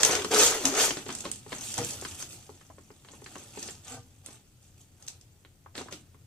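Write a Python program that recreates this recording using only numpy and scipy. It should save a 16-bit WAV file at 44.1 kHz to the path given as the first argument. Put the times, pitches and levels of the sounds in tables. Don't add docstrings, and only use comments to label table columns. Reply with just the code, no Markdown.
import sys
import numpy as np
from scipy import signal
from scipy.fft import rfft, irfft
from scipy.io import wavfile
from scipy.ndimage import uniform_filter1d

SR = 44100
rng = np.random.default_rng(int(sys.argv[2]) if len(sys.argv) > 2 else 0)


def output_pcm(signal):
    pcm = np.clip(np.atleast_2d(signal).T, -1, 1) * 32767
    wavfile.write(sys.argv[1], SR, np.round(pcm).astype(np.int16))


N = 276066

# start_s, rise_s, hold_s, crinkle_db, then against it wad_db, drag_db, fizz_db
STROKES = [(0, 0.0014, .008, -31, -4, -6, -14), (.035, 0.023, 0.018, -32.5, -0.5, -0.5, -5),
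           (0.077, 0.032, 0.048, -33.5, 1.5, 0.5, -24), (0.166, .02, 0.023, -47.5, 7, 9, -19),
           (0.305, 0.013, 0.095, -30.5, 0, 4, -16), (0.321, 0.087, 0.053, -22, -8.5, -10.5, -13.5),
           (0.468, 0.019, 0.067, -36, 0, 0, -12), (0.577, 0.037, 0.11, -40.5, -3.5, 0, -12.5),
           (.643, 0.0045, 0.029, -36.5, -0.5, 4.5, -10), (0.708, 0.052, .03, -34, 1, 1, -19),
           (0.759, 0.039, 0.023, -25, -5.5, -10, -14), (0.815, 0.014, 0.036, -28.5, -7, -14, -11.5),
           (0.935, 0.023, 0.032, -47.5, -0.5, -2, -19), (1.046, .045, .04, -46, -2.5, -2.5, -22),
           (1.138, 0.043, 0.1, -50, -11, -5, -16), (1.238, 0.0053, 0.018, -48.5, 0.5, 7, -20),
           (1.318, .02, 0.033, -53, -26, -14, -14), (1.468, 0.058, 0.069, -47.5, -5, -4, -15),
           (1.589, 0.044, 0.12, -42, -13.5, -14, -12), (1.758, 0.024, 0.047, -42, -4, 1, -15),
           (1.828, 0.019, 0.073, -41.5, -12.5, -16.5, -10.5), (2.011, 0.035, 0.1, -49, -10, -19, -12),
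           (2.169, 0.034, .005, -42.5, -11, -13.5, -10), (2.286, .025, 0.024, -49.5, -12, -8, -11),
           (3.026, .11, 0.016, -60, -6, 4, -19), (3.195, 0.17, .05, -54.5, -7, -2, -18),
           (3.517, 0.065, 0.13, -48.5, -8.5, -6.5, -19), (3.827, 0.052, 0.057, -48, -5.5, -15, -19),
           (4.231, 0.022, 0.095, -58, -5.5, -3, -12.5), (4.608, .015, 0.047, -66, -11, -15, -15),
           (4.748, 0.045, 0.019, -63, -12, -9.5, -11), (4.948, 0.076, .12, -66.5, -2.5, 0.5, -9),
           (5.74, 0.027, 0.032, -48.5, -1, -0.5, -27), (5.844, .015, .015, -62.5, -2, 5.5, -20),
           (5.902, 0.016, 0.02, -51, -3, -3.5, -17)]
# time_s, crinkle_db
GRIP_LEVEL = [(.25, -45.5), (.9, -47), (1.05, -57), (1.43, -62), (1.95, -49), (2.45, -60.5), (2.75, -67.5),
              (3.0, -67), (3.5, -57), (4.05, -69), (4.55, -73.5), (5.2, -71.5), (5.6, -78), (6.26, -74.5)]
# frequency_hz, level_db
PAPER_SPECTRUM = [(1200, -57.5), (2600, -7.5), (4000, -6.5), (5200, -5), (6500, 0), (8200, -6),
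                  (10000, -11.5), (12500, -23), (15500, -29)]
# frequency_hz, level_db
FILM_SPECTRUM = [(1200, -48), (2600, -5.5), (4000, -8), (5200, -5.5), (6500, -1), (8200, -2.5),
                 (10000, -12.5), (12500, -19.5), (15500, -25)]
# frequency_hz, level_db
WAD_SPECTRUM = [(350, -17), (600, -2), (780, -1.5), (980, -3), (1300, -1.5), (1900, -5.5), (2800, -6.5),
                (4200, -6.5), (8000, -34)]
# frequency_hz, level_db
FIZZ_SPECTRUM = [(4000, -40), (8000, 6.5), (10000, 15), (12000, 10), (15000, 2.5)]
# frequency_hz, level_db
FLEX_SPECTRUM = [(80, -20.5), (170, -2), (235, 0.5), (350, 1), (480, -0.5), (620, -7.5), (790, -3),
                 (1050, -16.5), (3000, -46)]
# start_s, level_db, ring_hz, give_way_s
SNAPS = [(.0325, -13.5, 6450, .0016), (.0497, -14, 6940, 0.00072), (.1115, -33, 7000, .0005),
         (.1217, -27, 5400, .001), (.1295, -29, 4500, 0.00044), (.1529, -24.5, 6100, .0012),
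         (.246, -32.5, 6160, .001), (.6535, -17.5, 6240, 0.0013), (1.1258, -39, 6540, .0007),
         (1.1507, -32.5, 6950, 0.00078), (1.1872, -37.5, 7400, .0009), (1.2064, -34, 7300, 0.00072),
         (1.3153, -29, 7640, 0.0014), (1.3585, -42, 7700, .001), (1.6127, -43, 7160, .001),
         (1.7408, -33, 6340, 0.0022), (1.7796, -28, 7000, .0015), (1.7868, -31, 6450, 0.00098),
         (1.8472, -32.5, 7510, .002), (1.9075, -35, 6300, 0.001), (2.0127, -38, 7400, .001),
         (2.193, -47, 8260, .002), (2.2252, -34.5, 6560, 0.00041), (3.2427, -46, 6600, 0.0012),
         (3.5945, -41, 7000, .0012), (3.6275, -36, 5800, 0.0024), (3.678, -40.5, 5450, .002),
         (4.2614, -38.5, 8200, .0009), (5.0246, -49, 6450, 0.0013), (5.0662, -50, 6760, .0014),
         (5.0785, -41.5, 5340, .0005), (5.0822, -33, 6750, 0.001), (5.2123, -52, 6100, .0007),
         (5.7535, -44.5, 4100, .0012), (5.9252, -37.5, 5570, .0005)]
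# frequency_hz, level_db
SNAP_SPECTRUM = [(500, -21), (2000, -2.5), (3500, 2), (6500, 0), (9000, 0.5), (12000, -8), (15500, -14)]
# start_s, level_db, ring_hz, push_db (air, relative), muffled_above_hz
POPS = [(.0335, -19.5, 2020, -19, 9000), (.0922, -27, 750, -1.5, 3000), (.2469, -29.5, 1160, -1.5, 7000),
        (.879, -35, 600, -4, 2500), (.9072, -26, 3020, -5, 9000), (.97, -35, 1830, 0, 7500),
        (1.064, -41.5, 1300, 3, 8000), (1.0905, -37, 875, 0, 4500), (1.1028, -35.5, 1400, -6, 6000),
        (1.2535, -33.5, 1090, -2.5, 9000), (1.4632, -50.5, 1190, 6.5, 2500), (1.5208, -38, 2400, -1, 3200),
        (1.5278, -32, 1830, -4.5, 5000), (1.7794, -33.5, 1300, -8, 7000), (1.7865, -34, 800, -5, 4000),
        (2.0233, -42, 890, 0, 2800), (2.0501, -32, 1290, -5, 6000), (2.2255, -43, 1500, -7, 7000),
        (2.4933, -51, 850, 6.5, 1150), (2.6115, -52, 1480, -12, 3000), (2.7005, -49.5, 880, -2, 1240),
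        (2.7826, -48.5, 1150, 1.5, 2000), (2.9036, -50.5, 1150, 2.5, 3000), (3.0479, -50.5, 1090, -8, 4000),
        (3.0864, -46.5, 2200, -18, 4000), (3.135, -53.5, 900, 1, 2000), (3.2198, -55, 900, 8, 2500),
        (3.2617, -41, 1780, -10, 7000), (3.3553, -41, 1190, -3.5, 3200), (3.3635, -49, 1010, 1, 2000),
        (3.574, -41.5, 960, 5, 9000), (3.6869, -39.5, 1800, -7, 5960), (4.2866, -52, 1002, 0.5, 3000),
        (5.4493, -49, 1895, -9, 3800), (5.6602, -46.5, 1005, -12, 1410), (5.7527, -43, 1980, -5.5, 4960),
        (5.7787, -34, 2400, -5, 6000), (5.7885, -41, 800, -5, 3500), (5.8105, -41, 900, 0, 1380),
        (5.859, -54, 790, -1, 1100), (5.8847, -44.5, 1200, -6, 1700), (5.9248, -37, 2490, -5, 7000),
        (6.1454, -55.5, 1020, -2, 2010)]
# frequency_hz, level_db
POP_SPECTRUM = [(200, -9.5), (500, -2), (1000, -1.5), (1900, -3.5), (2900, -3), (4500, -22), (10000, -36.5)]
# frequency_hz, level_db
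PUSH_SPECTRUM = [(50, -24.5), (150, -8), (230, -0.5), (310, 0.5), (430, -2), (620, -11), (850, -9.5),
                 (2500, -53.5)]
# frequency_hz, level_db
DRAG_SPECTRUM = [(70, -34), (180, -20.5), (300, -2), (450, 1.5), (700, -5.5), (1100, -15.5), (3000, -38)]
# time_s, pitch_hz
HOLLOW_PITCH = [(.02, 436), (.12, 492), (.245, 355), (.3, 453), (.42, 452), (.46, 494), (.5, 437),
                (.58, 444), (0.649, 297), (.69, 288), (.745, 425), (.84, 457), (.92, 367)]
# pitch_ratio, width_hz, level_db
HOLLOW_MODES = [(1.001, 65, 0), (1.8, 110, -14), (2.85, 70, -11), (3.65, 85, -14.5)]
# pitch_hz, level_db, t60_s
WALL_MODES = [(108.5, -6, 0.33), (133.4, -11, 0.21), (256, -1, .22), (304, -17, .11), (476.5, -1, 0.18),
              (660, -2, 0.07), (767, 3.5, 0.1), (904, -5.5, .11), (1196, -1.5, 0.093), (1540, -4, 0.078)]
# start_s, rise_s, hold_s, level_db
WALL_SCRAPE = (3.85, 0.08, 0.05, -46)
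# start_s, level_db, middle_hz of the modes that ring
KNOCKS = [(1.782, -33.5, 151), (1.781, -36, 800), (1.795, -32.5, 400), (5.809, -53, 250), (5.81, -50, 797)]
# time_s, level_db
SHIFT_LEVEL = [(0, -52), (.9, -55.5), (1.3, -57), (2, -52.5), (2.8, -68), (3.9, -59), (4.2, -80),
               (5.6, -77.5), (5.9, -60.5), (6.26, -67.5)]
# frequency_hz, level_db
RUMBLE_SPECTRUM = [(30, -22.5), (62, -9.5), (85, 2.5), (130, -4.5), (400, -33.5)]
# frequency_hz, level_db
AIR_SPECTRUM = [(12, -39), (20, -4), (44, -5.5), (63, -9.5), (106, 0.5), (225, -12.5), (315, -15),
                (958, -29), (2150, -30), (7730, -32), (15500, -34)]
# pitch_hz, level_db
HUM_TONES = [(87, -64), (119, -68)]
# frequency_hz, t60_s
ROOM_DECAY = [(150, 0.69), (500, 0.11), (1400, 0.15), (4000, 0.22), (9000, 0.13), (15000, 0.12)]
# time_s, left_minus_right_db
HANDLING_BALANCE = [(.9, -1.5), (1.2, -1.8), (6.26, -2)]
# frequency_hz, likeness (0-1)
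PORT_LIKENESS = [(100, 0.96), (300, .9), (600, 0.4), (1200, 0), (2500, 0.05), (15000, 0.08)]
# frequency_hz, left_minus_right_db
PORT_BALANCE = [(300, 2.5), (750, 4), (1800, 3), (4000, 1.5), (5000, 3), (5800, 3.5), (6500, 11.5),
                (7300, -6.5), (8400, -7), (10000, -2), (12000, 0), (15000, 0.5)]

CLEAR_S = 0.97
SETTLE_DB_PER_S, RISE_POWER = 270, 0.98
LINGER_DB, LINGER_DB_PER_S = -14, 109
GRIP_WAD_DB, GRIP_DRAG_DB, GRIP_FIZZ_DB = -7.5, -5, -11.5
SNAP_SIZE_POWER, MIDDLE_SNAP_HZ = 0.54, 6250
POP_SIZE_POWER, MIDDLE_POP_HZ = 0.57, 1000
TICK_DB, TICK_HZ, TICK_S = -3.5, 4240, .0007
AIR_DB, BAND_LIMIT_HZ = -60.5, 15500


def pouch_in_filler(spot_count=4):
    in_box = np.arange(N) / SR < CLEAR_S
    crinkle_gain, wad_gain, drag_gain, fizz_gain = handling()
    fine = slips(per_s=2200, spread_db=3.5, clump_db=1.5)
    coarse = slips(per_s=800, spread_db=2.5)
    paper = crackle(fine, PAPER_SPECTRUM, ring_db=9.5, octaves=0.13, low_hz=2400, high_hz=12200)
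    film_slips = slips(per_s=1100, spread_db=3.5, clump_db=1)
    film = crackle(film_slips, FILM_SPECTRUM, ring_db=12, octaves=0.14, low_hz=2583, high_hz=11970)
    wad = crackle(coarse + 0.36 * fine, WAD_SPECTRUM, ring_db=9.5, octaves=.12, low_hz=600, high_hz=3500)
    finest = slips(per_s=5200, spread_db=3.5, clump_db=1.5)
    fizz = unit_rms(colour(finest + 0.44 * fine, FIZZ_SPECTRUM))
    tugs = slips(per_s=600, spread_db=0, clump_db=1)
    flex = unit_rms(colour(tugs, FLEX_SPECTRUM)) * ~in_box
    rustle = (gain_of(-3.5) * crinkle_gain * np.where(in_box, paper, film)
              + gain_of(-3.5) * wad_gain * wad
              + gain_of(-7) * drag_gain * flex
              + gain_of(1) * fizz_gain * fizz)
    place = 2 * np.pi * wander(count=70)
    out = box_hollow(drag_gain * in_box)
    for spot in range(spot_count):
        share = np.maximum(np.cos(place + 2 * np.pi * spot / spot_count), 0)
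        out += office(share * rustle, tail_db=-1.5, near_db=1.58, near_s=.0075, lead_samples=1 + spot % 3)
    return out


def handling():
    blends, shapes = [[0, GRIP_WAD_DB, GRIP_DRAG_DB, GRIP_FIZZ_DB]], [gain_curve(GRIP_LEVEL)]
    for start_s, rise_s, hold_s, db, *blend_db in STROKES:
        stroke = swell(start_s, rise_s, hold_s, SETTLE_DB_PER_S)
        linger = gain_of(LINGER_DB) * swell(start_s, rise_s, hold_s, LINGER_DB_PER_S)
        blends.append([0, *blend_db])
        shapes.append(gain_of(db) * np.maximum(stroke, linger))
    return np.sqrt(gain_of(blends).T ** 2 @ np.square(shapes))


def swell(start_s, rise_s, hold_s, settle_db_per_s):
    t, out = np.arange(SR) / SR, np.zeros(N)
    rise = np.minimum(t / max(rise_s, 1e-3), 1) ** RISE_POWER
    settle = gain_of(-settle_db_per_s * np.maximum(t - rise_s - hold_s, 0))
    add(out, start_s, rise * settle)
    return out


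def slips(per_s, spread_db, clump_db=2):
    at = np.flatnonzero(rng.random(N) < per_s / SR)
    size_db = spread_db * np.minimum(rng.exponential(1, N)[at], 5) + clump_db * wander(count=900)[at]
    train = np.zeros(N)
    train[at] = gain_of(size_db) * np.sign(rng.random(N)[at] - .5)
    return train / np.sqrt(abs(uniform_filter1d(train ** 2, size=2000)) + 0.0011)


def crackle(train, spectrum, ring_db, octaves, low_hz, high_hz, count=10):
    facet = rng.integers(0, count, N)
    return unit_rms(sum(colour(train * (facet == k), spectrum, hz, ring_db, octaves)
                        for k, hz in enumerate(np.geomspace(low_hz, high_hz, count))))


def crease_snaps(spot_count=3):
    spots = np.zeros((spot_count, N))
    for k, (start_s, db, ring_hz, give_way_s) in enumerate(SNAPS):
        add(spots[k % spot_count], start_s, crease(db, ring_hz, give_way_s))
    return gain_of(3) * sum(office(spot, tail_db=-3, near_db=-0.5, near_s=0.0029) for spot in spots)


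def crease(db, ring_hz, give_way_s):
    spectrum = np.array(SNAP_SPECTRUM) * [(ring_hz / MIDDLE_SNAP_HZ) ** SNAP_SIZE_POWER, 1]
    return at_level(colour(fractures(give_way_s), spectrum, ring_hz, ring_db=11, octaves=0.32), db)


def fractures(give_way_s, size=2048):
    fade = np.exp(-np.arange(size) / SR / max(give_way_s, 1e-4))
    spectrum = rfft(rng.standard_normal(size) * fade)
    return irfft(spectrum / (abs(spectrum) + 1e-9)) * np.sqrt(fade)


def panel_pops(spot_count=4):
    spots = np.zeros((spot_count, N))
    for k, (start_s, db, ring_hz, push_db, muffled_above_hz) in enumerate(POPS):
        spectrum = np.array(POP_SPECTRUM) * [(ring_hz / MIDDLE_POP_HZ) ** POP_SIZE_POWER, 1]
        buckle = colour(fractures(2.8 / ring_hz), spectrum, ring_hz, ring_db=5.5, octaves=0.33)
        pop = at_level(buckle, db) + crease(db + TICK_DB, TICK_HZ, TICK_S)
        muffle = signal.butter(3, min(muffled_above_hz, SR / 3), fs=SR)
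        muffled = at_level(signal.lfilter(*muffle, pop), db)
        push = at_level(colour(fractures(give_way_s=0.001), PUSH_SPECTRUM), db + push_db - 1.5)
        add(spots[k % spot_count], start_s, muffled + push)
    return gain_of(1.5) * sum(office(spot, tail_db=-5.5, near_db=0.5, near_s=0.008) for spot in spots)


def box_hollow(drag_gain):
    pitch_hz = np.interp(np.arange(N) / SR, *np.transpose(HOLLOW_PITCH))
    tugs = slips(per_s=900, spread_db=.5, clump_db=0.5)
    hoot = sum(gain_of(db) * unit_rms(resonate(tugs, ratio * pitch_hz, width_hz))
               for ratio, width_hz, db in HOLLOW_MODES)
    hoot /= np.sqrt(abs(uniform_filter1d(hoot ** 2, size=1200)) + .05)
    drag = gain_of(-3) * hoot + gain_of(-6) * unit_rms(colour(tugs, DRAG_SPECTRUM))
    return office(drag_gain * drag, tail_db=-8, near_db=-11, near_s=0.0031, lead_samples=3)


def box_and_knocks():
    t = np.arange(SR // 2) / SR
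    hz, db, t60_s = np.array(WALL_MODES).T[:, :, None]
    modes = gain_of(db - 60 * t / t60_s) * np.sin(2 * np.pi * (hz * t + rng.random(hz.shape)))
    ring = modes.sum(0)
    start_s, rise_s, hold_s, rub_db = WALL_SCRAPE
    rub_gain = gain_of(rub_db) * swell(start_s, rise_s, hold_s, settle_db_per_s=900)
    out = signal.oaconvolve(rub_gain * slips(per_s=1200, spread_db=4), ring / np.linalg.norm(ring))[:N]
    onset = 1 - np.exp(-t / 0.0034)
    for knock_s, knock_db, middle_hz in KNOCKS:
        woken = np.exp(-(np.log2(hz / middle_hz) / 0.61) ** 2)
        add(out, knock_s, at_level((woken * modes).sum(0) * onset, knock_db))
    out += gain_curve(SHIFT_LEVEL) * unit_rms(colour(rng.standard_normal(N), RUMBLE_SPECTRUM))
    return office(out, tail_db=-12, near_db=-15, near_s=0.005)


def ventilation():
    t = np.arange(N) / SR
    air = np.array([unit_rms(colour(rng.standard_normal(N), AIR_SPECTRUM, size=8192)) for _ in range(2)])
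    hum = np.zeros(N)
    for hz, db in HUM_TONES:
        wavering_gain = gain_of(db + 5 * wander(count=110))
        hum += wavering_gain * np.sin(2 * np.pi * hz * t + 0.62 * wander(count=110))
    return gain_of(AIR_DB) * at_ports(air) + np.sqrt(2) * hum


def office(x, tail_db, near_db, near_s, lead_samples=2, size=16384):
    t = np.arange(size) / SR
    taps = rng.choice([-1., 1.], (2, size)) * (rng.random((2, size)) < 5000 / SR)
    near = at_ports(taps * np.exp(-t / near_s) * (t > .0006))
    hz, times, diffuse = signal.stft(rng.standard_normal((2, size)) * (t > .007), SR, nperseg=256)
    decay = gain_of(-60 * times / value_at(ROOM_DECAY, hz)[:, None])
    tail = at_ports(signal.istft(diffuse * decay, SR, nperseg=256)[1][:, :size])
    response = (gain_of(near_db) * unit_rms(near) + gain_of(tail_db) * unit_rms(tail)) / np.sqrt(size)
    response[0, 0] += 1
    response[1, lead_samples] += 1
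    return signal.fftconvolve(x[None], response, axes=1)[:, :N]


def at_ports(pair):
    size = pair.shape[1]
    likeness = np.clip(value_at(PORT_LIKENESS, np.fft.rfftfreq(size, 1 / SR)), 0, 1)
    mid, side = rfft(pair) * np.sqrt([1 + likeness, 1 - likeness])
    return irfft(np.array([mid + side, mid - side]), size) / np.sqrt(2)


def colour(x, spectrum, ring_hz=1000, ring_db=0, octaves=.3, size=2048):
    hz = abs(np.fft.fftfreq(size, 1 / SR))
    db = value_at(spectrum, hz) + ring_db * np.exp(-.5 * (np.log2((hz + 1) / ring_hz) / octaves) ** 2)
    minimum_phase = np.exp(np.conj(signal.hilbert(np.log(gain_of(db)))))
    return signal.oaconvolve(x, np.fft.ifft(minimum_phase).real[:size // 2])[:len(x)]


def resonate(x, hz, width_hz):
    turn = np.exp(2j * np.pi * np.cumsum(hz) / SR)
    pole = np.exp(-np.pi * width_hz / SR)
    return (turn * signal.lfilter([(1 - pole) ** 2], [1, -2 * pole, pole * pole], x / turn)).real


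def wander(count):
    return np.interp(np.arange(N), np.linspace(0, N, count), rng.standard_normal(count))


def gain_of(db):
    return 10 ** (np.asarray(db) / 20)


def gain_curve(rows):
    return gain_of(np.interp(np.arange(N) / SR, *np.transpose(rows)))


def unit_rms(x):
    return x / np.sqrt(np.mean(x ** 2) + 1e-20)


def at_level(x, db):
    return gain_of(db) * x / np.sqrt(uniform_filter1d(x ** 2, size=88).max())


def value_at(table, hz):
    table_hz, values = np.transpose(table)
    return np.interp(np.log(hz + 1), np.log(table_hz + 1), values)


def add(mix, start_s, sound):
    part = mix[max(round(start_s * SR), 0):][:len(sound)]
    part += sound[:len(part)]


def scene():
    lean = np.sqrt(gain_curve(HANDLING_BALANCE))
    desk = pouch_in_filler() + crease_snaps() + panel_pops() + box_and_knocks()
    return desk * np.array([lean, 1 / lean]) + ventilation()


def record(dry):
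    balance_db = value_at(PORT_BALANCE, np.fft.rfftfreq(N, 1 / SR))
    ported = irfft(rfft(dry) * gain_of([balance_db / 2, -balance_db / 2]), N)
    low_pass = signal.firwin(301, BAND_LIMIT_HZ, window=("kaiser", 9), fs=SR)
    return signal.oaconvolve(ported, low_pass[None], "same")


dry = scene()
out = record(dry)
output_pcm(out)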